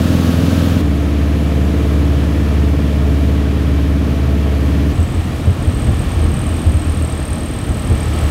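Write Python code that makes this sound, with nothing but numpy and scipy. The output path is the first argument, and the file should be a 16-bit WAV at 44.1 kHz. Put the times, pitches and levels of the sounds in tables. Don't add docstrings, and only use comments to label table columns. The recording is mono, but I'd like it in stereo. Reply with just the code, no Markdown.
import sys
import numpy as np
from scipy import signal
from scipy.fft import rfft, irfft, next_fast_len
from scipy.io import wavfile
from scipy.ndimage import uniform_filter1d, minimum_filter1d, map_coordinates

SR = 44100
rng = np.random.default_rng(int(sys.argv[2]) if len(sys.argv) > 2 else 0)


def magnitude_from_level(level_db):
    exponent = np.asarray(level_db, float) / 20
    return 10 ** exponent


def digitize_waveform(pressure):
    field = np.atleast_2d(pressure).T
    bounded = np.clip(field, -1, 1)
    quanta = np.round(bounded * 32767).astype(np.int16)
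    wavfile.write(sys.argv[1], SR, quanta)


N = 366030


def columns(table, at):
    key, *rest = np.transpose(table)
    return [np.interp(at, key, column) for column in rest]


def over_hz(table, hz):
    rows = np.array(table, float)
    log_table = np.c_[np.log(rows[:, 0]), rows[:, 1:]]
    return columns(log_table, np.log(np.maximum(hz, 1)))


def walk(n, rate):
    hold = int(SR / rate)
    steps = np.repeat(rng.standard_normal(n // hold + 1), hold)
    return 1.2 * uniform_filter1d(uniform_filter1d(steps, hold), hold)[:n]


# time in seconds, flow in dB, buffet in dB.
AIRFLOW = [
    [(0, 0.5, 2.5), (.55, 0.9, 1), (.81, -1, 0.5)],
    [(.81, 0, -.5), (2.4, 0.3, 1), (2.9, -.5, 1.7), (4.2, -.9, 0.5), (4.925, 0.5, 0.5)],
    [(4.925, -0.7, -2), (5.5, -.4, -1.5), (6.2, -0.1, 1.5), (6.65, -0.4, -1), (7.0, -0.2, -3),
     (7.75, 0, -5), (8.05, 1.4, -0.5), (8.3, 3.5, -3)],
]
# dB per dB of flow, dB per dB of buffet.
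FOLLOW = [(0, 1.5), (.6, 0.17), (1, 0.19), (1.2, 0.07)]
GUST_BOOM, GUST_RUMBLE, GUST_S = 1, 0.37, 0.03


def air_gains(t, airflow):
    boom, rumble, *rest = magnitude_from_level(np.dot(FOLLOW, columns(airflow, t)))
    coarse = t[::64]
    lift = 0
    for s, db, _ in THUMPS:
        lift = lift + magnitude_from_level(db) * np.exp(-((coarse - s - GUST_S / 2) / GUST_S) ** 2)
    gusts = np.interp(t, coarse, lift)
    return [boom * (1 + GUST_BOOM * gusts), rumble * (1 + GUST_RUMBLE * gusts), *rest]


# frequency in Hz, left minus right in dB,
# likeness from 0 to 1, left lead in radians.
PORTS = [(40, -3, 1, 0.22), (70, -0.7, 0.99, 0.19), (120, -1, 1, 0.13), (238, -1.5, 0.91, 0.045),
         (353, -5.5, 0.97, 0.052), (400, -11, 0.13, 0.84), (575, -5, 0.32, 0.21), (800, -7.5, 0.45, 1.),
         (1220, -6, 0.18, 2.55), (1500, -9, 0.25, 3.4), (2280, -9, 0.03, 4.2), (3400, -7, 0.01, 3.63),
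         (4900, -4, 0.05, 3.85), (6960, -10.5, 0.01, 3.6), (8600, -1, 0.04, 3), (13000, -5, 0.02, 3.3)]


def ports(hz):
    balance_db, like, lead = over_hz(PORTS, hz)
    half = magnitude_from_level(balance_db / 2) * np.exp(.5j * lead)
    return np.array([half, 1 / half]), np.clip(like, 0, 1)


# time in seconds, rate in Hz.
CYCLE_CRUISE = [(0.0, 21.08), (0.81, 21.1)]
CYCLE_DESCENT = [(0.81, 18.17), (1.84, 18.18), (2.87, 18.05), (3.9, 17.87), (4.925, 17.85)]
CYCLE_FINAL = [(4.925, 20.92), (5.3, 21.075), (5.675, 20.525), (6.05, 20.14), (6.425, 20.015), (6.8, 19.71),
               (8.3, 18.97)]
# multiple of cycle rate, level in dB.
ORDERS_CRUISE = [(2, -46.0), (3, -34.5), (4, -16.1), (5, -24.6), (6, -27.9), (7, -29.1), (8, -21.4),
                 (9, -30.6), (10, -24.9), (11, -29.7), (12, -21.1), (13, -23.7), (14, -29.5), (15, -37.5),
                 (16, -30.5), (17, -41.3), (19, -45.7), (20, -39.1), (21, -37.7), (22, -47.1), (23, -37.6),
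                 (24, -46.9), (25, -36.5), (26, -47.3), (27, -44.3), (28, -42.5), (29, -43.2), (31, -42.9),
                 (32, -46.6), (35, -48.1)]
ORDERS_DESCENT = [(3, -39.8), (4, -14.2), (5, -25.4), (6, -33.4), (7, -27.5), (8, -29.3), (9, -26.7),
                  (10, -33.4), (11, -31.7), (12, -28.2), (13, -42.9), (14, -42.8), (15, -28.1), (16, -24.7),
                  (17, -37.0), (18, -41.8), (19, -35.3), (20, -39.7), (22, -43.9), (23, -39.1), (24, -35.2),
                  (25, -42.9), (27, -46.7), (28, -43.1), (29, -45.2), (34, -43.5), (35, -46.0), (36, -45.6),
                  (37, -43.4), (38, -46)]
ORDERS_FINAL = [(2, -29), (3, -40), (4, -19.5), (6, -28), (8, -38), (10, -42), (12, -43)]
WANDER_DB = [.5, .85, 1.5]


def engine(phase, rate_hz, orders, wander_db, boom, rumble):
    n, out = len(phase), 0
    for k, db in orders:
        gain, like = ports(k * rate_hz)
        start = .5 - 2 * np.pi * .21 * k + 2.6 * wander_db ** 2 * rng.standard_normal()
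        apart = np.arccos(like) * rng.standard_normal()
        rough = (1 + k / 12) * wander_db
        level = magnitude_from_level(db - 0.15 + rough * walk(n, 8.0))
        size = np.sqrt(2) * level * np.sqrt(boom if k < 7 else rumble)
        line = size * np.exp(1j * (k * phase + start + rough / 9 * walk(n, 8.0)))
        pair = gain * [1, np.exp(1j * np.clip(apart, -1.2, 1.2))]
        out = out + np.real(line * pair[:, None]) * 2 / np.abs(pair.sum())
    return out


CLATTER_DB = [-2, -1.1, -4.5]


def clatter(phase, size):
    steps = 512
    place = phase / (2 * np.pi) * steps
    rattles = rng.standard_normal((2, 2, steps))[..., place.astype(int) % steps]
    turn = .4 * walk(len(phase), 1.48)
    mixed = rattles[0] * np.cos(turn) + rattles[1] * np.sin(turn)
    return rfft(mixed, size) * np.sqrt(steps / 2 * 20 / (SR / 2))


def window_echo(hiss):
    n = hiss.shape[1]
    drift = np.array([walk(n, .7), walk(n, 0.75)])
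    lag = np.array([[.00035], [.00026]]) * SR * (1 + 0.065 * drift)
    late = [map_coordinates(h, [np.arange(n) - d], order=3) for h, d in zip(hiss, lag)]
    return hiss + 0.18 * np.array(late)


# frequency in Hz, density in dB per Hz.
AIR_CRUISE = [(15, -36), (25, -28), (52, -15), (76, -8), (130, -6.5), (263, -10), (384, -15), (503, -16),
              (936, -25), (1560, -23.5), (1840, -30), (3820, -30.5), (7920, -37), (12200, -40),
              (16000, -42)]
AIR_DESCENT = [(15, -44.5), (25, -23), (47, -18), (80, -13), (120, -9), (236, -15), (285, -19), (384, -19),
               (624, -24.5), (775, -28), (1100, -29), (2350, -34), (7310, -44.5), (11600, -48),
               (16000, -54)]
AIR_FINAL = [(15, -41), (25, -16.5), (59, -0.5), (87, -1), (166, -9.5), (301, -13), (545, -21.5),
             (624, -22), (962, -26.5), (1230, -25), (1480, -29.5), (3160, -34), (6380, -41.5),
             (8360, -40.5), (16000, -52)]
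AIR_DB = [-18.5, -21.5, -17.5]
# frequency in Hz, width in Hz, gain in dB.
CABIN = [(70, 4.8, -1.5), (287, 133, 2.5), (382, 29, -8.5), (575, 50, 0), (625, 57, 3.5), (940, 28, -3.5),
         (1108, 27, 5.5), (1490, 69, -2.5), (2040, 170, -2), (1290, 30, 3.5), (1813, 140, 3),
         (2340, 140, 2.5), (3120, 1030, 2.5), (7420, 1400, -4), (15600, 1800, 0)]


def slipstream(phase, spectrum, air_db, clatter_db, gains):
    n = len(phase)
    size = next_fast_len(n)
    hz = np.arange(size // 2 + 1) * SR / size
    cabin_db = sum(db / (1 + (2 * (hz - f) / w) ** 2) for f, w, db in CABIN)
    colour_db = over_hz(spectrum, hz)[0] + cabin_db
    gain, like = ports(hz)

    clatter_band = (hz / 700) ** 6 / (1 + (hz / 700) ** 6) / (1 + (hz / 2200) ** 2)
    air = rfft(rng.standard_normal((2, size)))
    one, other = air + magnitude_from_level(clatter_db) * clatter_band * clatter(phase, size)
    pair = magnitude_from_level(colour_db) * gain * np.array([one, like * one + np.sqrt(1 - like ** 2) * other])
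    pair = pair * magnitude_from_level(air_db) / irfft(pair, size).std()

    lows = [1 / (1 + (hz / edge) ** 4) for edge in (140, 800, 5500)]
    shares = [lows[0], lows[1] - lows[0], lows[2] - lows[1], 1 - lows[2]]
    shaft_turn = np.cos(2 * phase)
    chop = [1, 1 + 0.034 * np.cos(phase) + 0.2 * shaft_turn, 1 + 0.025 * shaft_turn, 1 + 0.034 * shaft_turn]
    flicker = [magnitude_from_level(db * walk(n, 12.0)) for db in (0.97, 0.32, 0.3, 0.45)]
    bands = []
    for share, air_gain, c, f in zip(shares, gains, chop, flicker):
        bands.append(irfft(pair * share, size)[:, :n] * air_gain * c * f)
    *body, hiss = bands
    return sum(body) + window_echo(hiss)


# start in seconds, end in seconds, level in dB.
RUBS = [
    (4.95, 5.27, -44.5),
    (5.37, 5.39, -47),
    (5.45, 5.51, -45),
    (5.62, 6.3, -40.5),
    (6.3, 7.7, -36.3),
    (7.7, 8.09, -37.5),
    (8.15, 8.4, -36.5),
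]
RUB_DB_PER_S, SLACK_DB = 350, -68


def rubbing_db(t):
    bouts = []
    for start, end, db in RUBS:
        outside_s = np.maximum(np.maximum(start - t, t - end), 0)
        bouts.append(db - RUB_DB_PER_S * outside_s)
    return np.maximum(np.max(bouts, axis=0), SLACK_DB)


# lag in ms, level in dB.
SQUEAK_PATHS = [
    [(0, 3.5), (5.27, -13), (8.3, -15), (14.4, -22)],
    [(.28, -10.5), (2.64, -13), (9.2, -8), (12.5, -13)],
]


def echoes():
    tail = rng.standard_normal((2, 1300)) * np.exp(-np.arange(1300) / (.012 * SR)) * magnitude_from_level(-29)
    for port, paths in enumerate(SQUEAK_PATHS):
        for lag_ms, db in paths:
            tail[port, int(abs(lag_ms) * SR / 1000)] += magnitude_from_level(db)
    return tail


# time in seconds, pitch in Hz.
SQUEAK_PITCH = [(4.93, 8050), (5.3, 8200), (5.6, 8280), (6.3, 8310), (7.66, 8320), (7.72, 8120),
                (8.0, 8230), (8.1, 8080), (8.3, 8120)]
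# frequency in Hz, width in Hz, left in dB, right in dB.
PANEL = [(7660, 90, -4, 0), (8355, 80, -4, -6), (8700, 80, -9, -3), (8985, 60, 1, 5), (9250, 160, -5, -4)]
PANEL_GRIP = 0.65


def squeak(t, phase):
    n = len(t)
    turn = phase / np.pi
    level_db, pitch_hz = rubbing_db(t), columns(SQUEAK_PITCH, t)[0]
    luck = rng.standard_normal((int(turn[-1]) + 1, 3))[turn.astype(int)].T
    slip = np.clip((turn % 1 - .22 - 0.01127 * luck[0]) / 0.23, 0, 1)
    scatter_db = 1.1 + .5 * np.clip(-38 - level_db, 0, 10)
    push_db = level_db + 13.5 + scatter_db * luck[2] + 1.0 * walk(n, 700)
    push = np.sin(np.pi * slip) ** 2 * magnitude_from_level(push_db)
    cry_hz = pitch_hz + 20 + 25 * luck[1] + 380 * (slip - .4)
    scrape_hz = pitch_hz + 80 * luck[1] + 2300 * (slip - .4) + 200 * walk(n, 900)
    cry, scrape = push * np.sin(2 * np.pi * np.cumsum([cry_hz, scrape_hz], axis=1) / SR)

    rings = 0
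    for f, w, left_db, right_db in PANEL:
        ring = signal.lfilter(*signal.iirpeak(f, f / w, SR), scrape)
        rings = rings + magnitude_from_level([left_db, right_db])[:, None] * ring
    direct = signal.fftconvolve([cry + magnitude_from_level(-23) * scrape], echoes(), axes=1)[:, :n]
    return direct + magnitude_from_level(1.5 + PANEL_GRIP * (level_db + 35.5)) * rings


# time in seconds, peak in dB, hull ring in Hz.
THUMPS = [(4.993, -2, 83.4), (5.17, -8, 79), (5.333, -11, 92), (5.474, 1, 87.5), (5.674, -7, 81.6),
          (5.751, -14, 70.0), (5.874, -2, 75.4), (6.186, -8, 83.4), (6.244, -9, 77.5), (6.29, -10, 80),
          (6.465, -13, 61.9), (6.59, -4, 85), (6.668, 0, 80.7), (6.742, -4, 74), (6.884, -11, 80),
          (7.012, -9, 79.5), (7.199, -14, 75.4), (7.31, -7, 83), (7.503, -17, 78.1), (7.634, -8, 76),
          (7.696, -5, 74), (7.84, -13, 77.6), (7.911, -0.5, 79), (8.136, -18, 80.7), (8.222, -5, 68)]
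THUMP_S = .016


def thumps(t):
    out, age = np.zeros(len(t)), np.arange(int(.15 * SR)) / SR
    puff_band = signal.butter(2, (130, 450), "band", fs=SR, output="sos")
    puff = signal.sosfilt(puff_band, rng.standard_normal(len(t) + len(age)))
    swell = (age / THUMP_S) ** 2 * np.exp(2 - 2 * age / THUMP_S)
    for s, db, hz in THUMPS:
        a = max(int((s - .012 - t[0]) * SR), 0)
        flex = np.sin(2 * np.pi * hz * age)
        hit = magnitude_from_level(db - 4) * swell * (flex + magnitude_from_level(-1.5) * puff[a:a + len(age)])
        out[a:a + len(age)] += hit[:len(t) - a]
    return out * magnitude_from_level([-.4, .4])[:, None]


CUTS = [
    0,
    .81,
    4.925,
    8.3,
]
FADE_S = .006


def scene():
    legs = zip((CYCLE_CRUISE, CYCLE_DESCENT, CYCLE_FINAL), (ORDERS_CRUISE, ORDERS_DESCENT, ORDERS_FINAL),
               (AIR_CRUISE, AIR_DESCENT, AIR_FINAL), AIR_DB, WANDER_DB, CLATTER_DB, AIRFLOW)
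    edges, fade = [int(s * SR) for s in CUTS[:-1]] + [N], int(FADE_S * SR)
    out = np.zeros((2, N + fade))
    for a, b, leg in zip(edges, edges[1:], legs):
        cycle, orders, air, air_db, wander_db, clatter_db, airflow = leg
        t = np.arange(a, b + fade) / SR
        rate_hz = columns(cycle, t)[0]
        phase = 2 * np.pi * np.cumsum(rate_hz) / SR
        gains = air_gains(t, airflow)
        cabin = engine(phase, rate_hz.mean(), orders, wander_db, *gains[:2])
        cabin = cabin + slipstream(phase, air, air_db, clatter_db, gains)
        if b == N:
            cabin = cabin + squeak(t, phase) + thumps(t)
        i = np.arange(len(t))
        ramp = np.minimum(i + (a == 0) * fade, i[::-1]) / fade
        out[:, a:b + fade] += cabin * np.sin(np.pi / 2 * np.clip(ramp, 0, 1))
    return out[:, :N]


def top_cut(x):
    return signal.sosfilt(signal.butter(12, 15760, fs=SR, output="sos"), x)


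def record(dry):
    x = signal.sosfilt(signal.butter(6, 33, "high", fs=SR, output="sos"), dry)
    hold = int(.025 * SR)
    crest = uniform_filter1d(-minimum_filter1d(-np.abs(x).max(axis=0), hold), hold)
    x = x * np.minimum(1, 0.88 / crest) ** 0.21
    x = np.clip(np.tanh(.5 * x) / .5, -1, 1)
    x = signal.sosfilt(signal.ellip(14, .2, 110, 15760, fs=SR, output="sos"), x)
    return top_cut(x)


dry = scene()
out = record(dry)
digitize_waveform(out)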